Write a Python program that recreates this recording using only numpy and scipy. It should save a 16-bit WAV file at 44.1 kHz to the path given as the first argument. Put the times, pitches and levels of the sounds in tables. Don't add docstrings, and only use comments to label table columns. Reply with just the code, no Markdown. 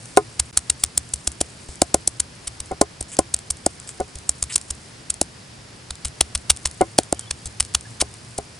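import sys
import numpy as np
from scipy import signal
from scipy.fft import rfft, irfft, next_fast_len
from scipy.io import wavfile

SR = 44100
rng = np.random.default_rng(int(sys.argv[2]) if len(sys.argv) > 2 else 0)


def ratio_of_db(decibels):
    return 10 ** (np.asarray(decibels, float) / 20)


def store_wav(level_fs):
    pcm = np.round(np.clip(np.atleast_2d(level_fs), -1, 1) * 32767)
    wavfile.write(sys.argv[1], SR, pcm.T.astype(np.int16))


N = 378819

# peak t/s, crunch level/dB, crush time between -11 dB points/ms,
# relative dullness/dB, drive of the ground shake/dB
BLOWS = [(0.1731, 0, 1.8, -8.5, -33), (.3991, -6, 7.6, -7.5, -25.5), (.574, -0.5, 4.7, -9, -31),
         (0.701, -3.5, 5.5, -7.5, -31), (0.8384, 1, 4.2, -7.5, -29), (0.9778, -2, 4.8, -15, -31.5),
         (1.1388, -10, 4.6, -16, -30.5), (1.275, -6, 5.3, -10.5, -26.5), (1.4126, -6, 6.1, -9.5, -30),
         (1.689, -38, 8, -6, -31.5), (1.8186, 0.5, 2.6, -10.5, -30), (1.944, 1, 2.9, -9.5, -28),
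         (2.0767, -3, 3.9, -23, -36), (2.2019, -7, 6, -10, -31.5), (2.477, -17.5, 11, -8, -35),
         (2.604, -19, 5.2, -11.5, -33), (2.716, -32.5, 5.3, -10, -32), (2.8149, -3.5, 4.7, -24, -30),
         (3.0099, -17, 6.1, -13, -30.5), (3.19, -1, 2.7, -19, -29.5), (3.3423, -4.5, 4.8, -15.5, -33.5),
         (3.5069, -8.5, 6.4, -15, -31), (3.6635, -2, 3.7, -30, -34.5), (4.0027, -23, 4.6, -10, -29.5),
         (4.1564, -24.5, 3.6, -8.5, -32.5), (4.2938, -1, 3.4, -17, -32), (4.427, -8.5, 5, -10.5, -28),
         (4.5602, -2, 6.1, -12.5, -36), (4.7074, -15, 7.2, -13.5, -28.5), (5.1031, -9.5, 6.6, -13, -36),
         (5.2144, 1.5, 2.96, -23, -36), (5.9078, -19, 4.5, -4, -31.5), (6.0524, -17, 7.1, -7, -26.5),
         (6.2106, 1, 4.9, -5, -25.5), (6.3538, -13, 7.6, -4, -25), (6.503, 2, 8.7, -5.5, -23),
         (6.657, -10.5, 8, -3.5, -25.5), (6.813, -14, 4.1, -9, -30), (6.9865, 2, 3.2, -6, -37),
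         (7.1265, -9, 5.5, -12, -33), (7.311, -14.5, 6.7, -3, -31.5), (7.4577, -18, 2.1, -10, -29.5),
         (7.6057, -5.5, 4.3, -4, -27.5), (7.75, -4, 5.8, -4, -27.5), (8.013, -12, 16, -3.5, -27.5),
         (8.3825, -17.5, 8, -11, -33)]
# f/Hz, relative level/dB
FLESH_SPECTRUM = [(290, -45), (500, -27.5), (1260, -18), (1800, -22.5), (2740, -17), (4210, -10),
                  (6070, -4), (7100, -1), (8990, 2.5), (10700, 0), (11400, 11), (14800, -76), (22000, -120)]


def curve(rows):
    s, *columns = np.transpose(rows)
    return [np.interp(np.arange(N) / SR, s, column) for column in columns]


def at_hz(points, hz):
    point_hz, value = np.transpose(points)
    return np.interp(np.log(hz + 1), np.log(point_hz), value)


def rms_one(x):
    return x / np.sqrt(np.mean(x ** 2) + 1e-20)


def coloured(x, spectrum):
    size = next_fast_len(N)
    gain = ratio_of_db(at_hz(spectrum, np.fft.rfftfreq(size, 1 / SR)))
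    return irfft(rfft(x, size) * gain, size)[..., :N]


def drift(rate):
    r = np.exp(-80 * np.pi * rate / SR)
    noise = rng.standard_normal(N // 40 + 2002)
    slow = signal.lfilter([1], [1, -2 * r, r * r], noise)[2000:]
    return np.interp(np.arange(N) / 40, np.arange(len(slow)), rms_one(slow))


def ring(force, modes):
    out = np.zeros(len(force))
    for hz, gain_db, t60 in modes:
        r = ratio_of_db(-60 / (t60 * SR))
        w = 2 * np.pi * hz / SR
        poles = [1, -2 * r * np.cos(w), r * r]
        out += ratio_of_db(gain_db) * signal.lfilter([0, np.sin(w)], poles, force + 1e-18)
    return out


def crunches(sharp=1.76, tail_db=-21.5, tail_s=0.0077, split_hz=4000):
    # t/s, level/dB
    snaps = [(0.0572, -27), (0.166, -22), (0.1807, -23), (0.5808, -17), (.8622, -31), (1.1593, -27),
             (1.318, -23.5), (1.406, -19), (3.027, -23), (3.169, -18), (3.1937, -20), (3.3647, -21.5),
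             (3.391, -23), (3.8001, -26.5), (3.8755, -27.5), (3.8915, -21), (4.187, -27), (4.439, -17),
             (4.58, -15), (4.6142, -23), (5.11, -28), (5.1414, -22.5), (5.955, -28), (6.0489, -19),
             (6.083, -24.5), (6.3508, -15), (6.377, -26), (6.5158, -15), (6.5644, -25), (6.5717, -24),
             (6.6644, -17), (6.6725, -17), (6.713, -27), (6.982, -10), (7.034, -24.5), (7.147, -31),
             (7.194, -16), (7.21, -31), (7.6004, -8.5), (7.6505, -23), (7.74, -23), (7.81, -27.5),
             (8.003, -21), (8.0155, -5), (8.14, -31)]
    snap_ms, snap_dull_db = 2.2, -9
    rise_share = 0.51

    cracks = rng.standard_normal(N) * ratio_of_db(4.16 * rng.exponential(1, N))
    noise = rms_one(coloured(cracks, FLESH_SPECTRUM))
    low = signal.sosfilt(signal.butter(2, split_hz, fs=SR, output="sos"), noise)
    high = noise - low
    out = np.zeros(N)
    offset = np.arange(-1300, 2600)
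    t = offset / SR
    events = [row[:4] for row in BLOWS]
    events += [(s, db, snap_ms, snap_dull_db) for s, db in snaps]
    for s, level_db, crush_ms, dull_db in events:
        width = np.where(t < 0, rise_share, 1 - rise_share) * crush_ms / 1000
        shape = ratio_of_db(-11 * np.abs(t / width) ** sharp)
        shape += ratio_of_db(tail_db) * np.exp(-np.abs(t) / tail_s) * (t > 0)
        at = np.clip(round(s * SR) + offset, 0, N - 1)
        tilt_db = dull_db / 2 + 8.0
        burst = ratio_of_db(tilt_db) * low[at] + ratio_of_db(-tilt_db) * high[at]
        burst /= np.sqrt(np.sum((burst * shape) ** 2) / np.sum(shape ** 2))
        out[at] += ratio_of_db(level_db) * shape * burst
    return out


def knocks():
    # t/s, push level/dB, log ring relative to the push/dB
    wood_hits = [(.173, -2, -6), (1.278, -28, -30), (1.4121, -13, -28), (1.689, -35.5, -26),
                 (1.82, -4, -25), (1.9449, -6.5, -19), (2.079, -23.5, -39), (2.8139, -2.5, -12),
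                 (3.0104, -27, -21), (3.1904, -6, -12.5), (3.665, -7.5, -24.5), (5.2154, -10, -39),
                 (6.2106, -18.5, -28), (6.988, -2, -29.5), (7.1272, -8, -25.5), (8.023, -18.5, -14),
                 (8.3864, -23, -8)]
    # t/s, level/dB
    skids = [(2.7116, -24), (3.9998, -22.5), (6.8091, -11.5)]
    # delay t/s, relative level/dB, log ring relative to the push/dB
    touches = [(0, -1.2, -12), (.0024, -1.5, -13.5), (.0052, -1, -8.5), (.0106, -0.38, -9.5)]
    # f/Hz, gain/dB, T60/s
    struck_spot = [(331, 5.5, 0.017), (629, 9, 0.0079), (1510, 4, 0.012), (160, -29, 0.012)]
    # f/Hz, gain/dB, T60/s
    log_modes = [(417, 7.5, 0.063), (557, 8.5, 0.026), (702, 7, 0.047), (743.5, 7, 0.05), (1042, 3, 0.039),
                 (1240, -9, 0.077), (1443, 9, 0.036), (1750, -17, 0.059), (2090, 1.5, 0.027),
                 (333, -12, 0.17)]
    soft_push_db, soft_ring_db = -28.5, -25.5
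    contact_ms = 0.94
    mode_spread_db = 1.5
    chatter_db, chatter_s = -27, .007

    skid_hits = [(s + lag, db + touch_db, ring_db) for s, db in skids for lag, touch_db, ring_db in touches]
    soft_hits = [(s, db + soft_push_db, soft_ring_db) for s, db, *_ in BLOWS]
    s, level_db, ring_db = np.transpose(wood_hits + skid_hits + soft_hits)
    at = np.round(s * SR).astype(int)

    push = np.sin(np.pi * np.minimum(np.arange(200) / SR * 1000 / contact_ms, 1))
    push_slope = np.diff(push / push.sum(), prepend=0) * SR / 4000

    spot_force = np.zeros(N)
    np.add.at(spot_force, at, ratio_of_db(level_db))
    chance = rng.standard_normal((len(s), len(log_modes)))
    grit = rng.standard_normal(N)
    log_ring = np.zeros(N)
    for mode, own in zip(log_modes, chance.T):
        force = np.zeros(N)
        np.add.at(force, at, ratio_of_db(level_db + ring_db + mode_spread_db * own))
        decay = [1, -np.exp(-1 / (chatter_s * SR))]
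        chatter = signal.lfilter([ratio_of_db(chatter_db)], decay, force + 1e-18) * grit
        log_ring += ring(force + chatter, [mode])
    return signal.lfilter(push_slope, 1, ring(spot_force, struck_spot) + log_ring)


def thumps():
    # f/Hz, gain/dB, T60/s
    ground = [(71, 5.5, 0.14), (45.2, -26, 0.12), (138, -3.5, 0.04)]
    lag_s, rise_s = -0.0011, 0.0013
    force = np.zeros(N)
    for s, *_, shake_db in BLOWS:
        force[round((s + lag_s) * SR)] = -ratio_of_db(shake_db)
    r = np.exp(-1 / (rise_s * SR))
    smooth = signal.lfilter([(1 - r) ** 2], [1, -2 * r, r * r], force + 1e-18)
    return ring(smooth, ground)


def smears(per_s=6900.0):
    # start t/s, length/s, fizz level/dB, pocket f/Hz, pocket relative to fizz/dB
    slides = [(0.795, 0.053, -38, 5000, -4), (1.685, 0.059, -41, 5030, -3), (3.083, 0.029, -45, 5340, -2),
              (3.116, 0.038, -34.5, 2400, -11), (3.873, 0.043, -40, 2200, -18),
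              (4.496, 0.03, -35, 2300, -1), (4.523, 0.025, -33, 5200, 1), (6.05, 0.029, -36.5, 3060, -8.5),
              (7.457, 0.019, -33.5, 4900, -6.5)]
    # f/Hz, gain/dB, T60/s
    fizz_modes = [(7860, 13, 0.0022), (9000, 6, .001)]
    edge_s, pocket_t60_s = 0.0023, 0.0033
    grains = (rng.random(N) < per_s / SR) * rng.standard_normal(N) * ratio_of_db(1.45 * rng.exponential(1, N))
    grains = np.diff(grains, prepend=0)
    fizz = rms_one(ring(grains, fizz_modes))
    out = np.zeros(N)
    for s, length_s, level_db, hz, pocket_db in slides:
        t = np.arange(-500, round(length_s * SR) + 500) / SR
        at = np.round((s + t) * SR).astype(int)
        pocket_modes = [(hz, 0, pocket_t60_s), (hz * 1.31, -6, pocket_t60_s)]
        pocket = rms_one(ring(grains[at], pocket_modes))
        envelope = np.clip(np.minimum(t, length_s - t) / edge_s + .5, 0, 1)
        out[at] += ratio_of_db(level_db) * envelope * (fizz[at] + ratio_of_db(pocket_db) * pocket)
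    return out


def pulp(per_s=2500.):
    # t/s, level before a common 2 dB lift/dB
    pulp_level = [(0.0, -46), (0.16, -50.5), (1.87, -50), (2.1, -53.5), (2.68, -54), (2.82, -63),
                  (3.61, -52), (3.73, -50), (4.26, -52), (4.55, -47), (5.55, -61), (6.72, -51),
                  (7.29, -52.5), (7.73, -49), (8.59, -53)]
    born = rng.random(N) < per_s * ratio_of_db(4.0 * drift(25)) / SR
    clicks = born * rng.standard_normal(N) * ratio_of_db(2.7 * rng.exponential(1, N))
    return ratio_of_db(curve(pulp_level)[0] + 2.0) * rms_one(coloured(clicks, FLESH_SPECTRUM))


def hum():
    # t/s, mean f/Hz, mean level of the fundamental's peak/dB
    hum_course = [(0, 121, -47.5), (3.9, 120.9, -59), (4.7, 118, -50), (5.3, 118, -62), (6.4, 118, -48),
                  (7.8, 104.4, -46), (8.3, 124, -45.5), (8.59, 124, -57)]
    hz, level_db = curve(hum_course)
    phase = 2 * np.pi * np.cumsum(hz * (1 + 0.03935 * drift(12.64))) / SR
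    return ratio_of_db(level_db + 3.5 * drift(15.0)) * (np.sin(phase) + 0.2 * np.sin(2 * phase))


def bird(length_s=0.012, arch_hz=250., throb_db=4.):
    # centre t/s, highest f/Hz, level before flutter/dB
    chirps = [(7.165, 3150, -43), (7.204, 3200, -49), (7.235, 3180, -39), (7.258, 3100, -48),
              (7.279, 3430, -44), (7.861, 1720, -42.5)]
    out = np.zeros(N)
    t = np.arange(-1200, 1200) / SR
    throb = drift(90)
    for s, hz, level_db in chirps:
        at = np.round((s + t) * SR).astype(int)
        phase = 2 * np.pi * np.cumsum(hz - arch_hz * (t / length_s) ** 2 / 2) / SR
        level = ratio_of_db(level_db + throb_db * throb[at])
        out[at] += level * np.exp(-(t / length_s) ** 2) * np.sin(phase)
    return out


def field():
    # f/Hz, relative level/dB
    hiss_spectrum = [(18, -59), (30, -17), (112, -1.5), (248, -10), (670, -15), (1250, -17.5),
                     (1720, -17.5), (3810, -21.5), (5010, -18), (6260, -23.5), (9320, -26), (10600, -20.5),
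                     (11400, -8), (14800, -74.5), (22000, -120)]
    # f/Hz, correlation (1 = identical)
    likeness = [(60, 0.98), (170, 0.97), (480, 0.19), (1360, 0.043), (3860, 0.54), (10900, 0.52)]
    hiss_db = -41.5
    size = next_fast_len(N)
    hz = np.fft.rfftfreq(size, 1 / SR)
    mid, side = rfft(rng.standard_normal((2, size)))
    alike = np.clip(at_hz(likeness, hz), -1, 1)
    both = np.sqrt(1 + alike) * mid + np.sqrt(1 - alike) * side * [[1], [-1]]
    hiss = irfft(ratio_of_db(at_hz(hiss_spectrum, hz)) * both, size)[:, :N]
    return ratio_of_db(hiss_db + 0.38 * drift(11.0)) * rms_one(hiss)


def two_ports(x, left_db=0.4):
    # f/Hz, phase/rad
    left_lead = [(60, 0.056), (520, 0.67), (1200, 1.), (2400, 0.7), (4500, 0.62), (8000, 0.3),
                 (11000, 0.36)]
    size = next_fast_len(N)
    half_lead = at_hz(left_lead, np.fft.rfftfreq(size, 1 / SR)) / 2
    sides = np.array([[1], [-1]])
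    return irfft(rfft(x, size) * np.exp(1j * half_lead * sides), size)[:, :N] * ratio_of_db(left_db * sides)


def scene():
    blows = crunches() + knocks() + thumps()
    wet = smears() + pulp()
    far = hum() + bird()
    return two_ports(blows + wet + far) + field()


def top_cut(x):
    return signal.sosfilt(signal.butter(12, 11520, fs=SR, output="sos"), x)


def record(dry):
    stop_hz = 11995
    dropout_start_s, dropout_end_s, dropout_db = .511, .527, -50
    x = signal.sosfilt(signal.cheby2(10, 60, stop_hz, fs=SR, output="sos"), dry)
    t = np.arange(N) / SR
    x = x * np.where((t > dropout_start_s) & (t < dropout_end_s), ratio_of_db(dropout_db), 1)
    x = x / (1 + np.abs(x) ** 8.0) ** (1 / 8)
    return top_cut(x)


dry = scene()
out = record(dry)
store_wav(out)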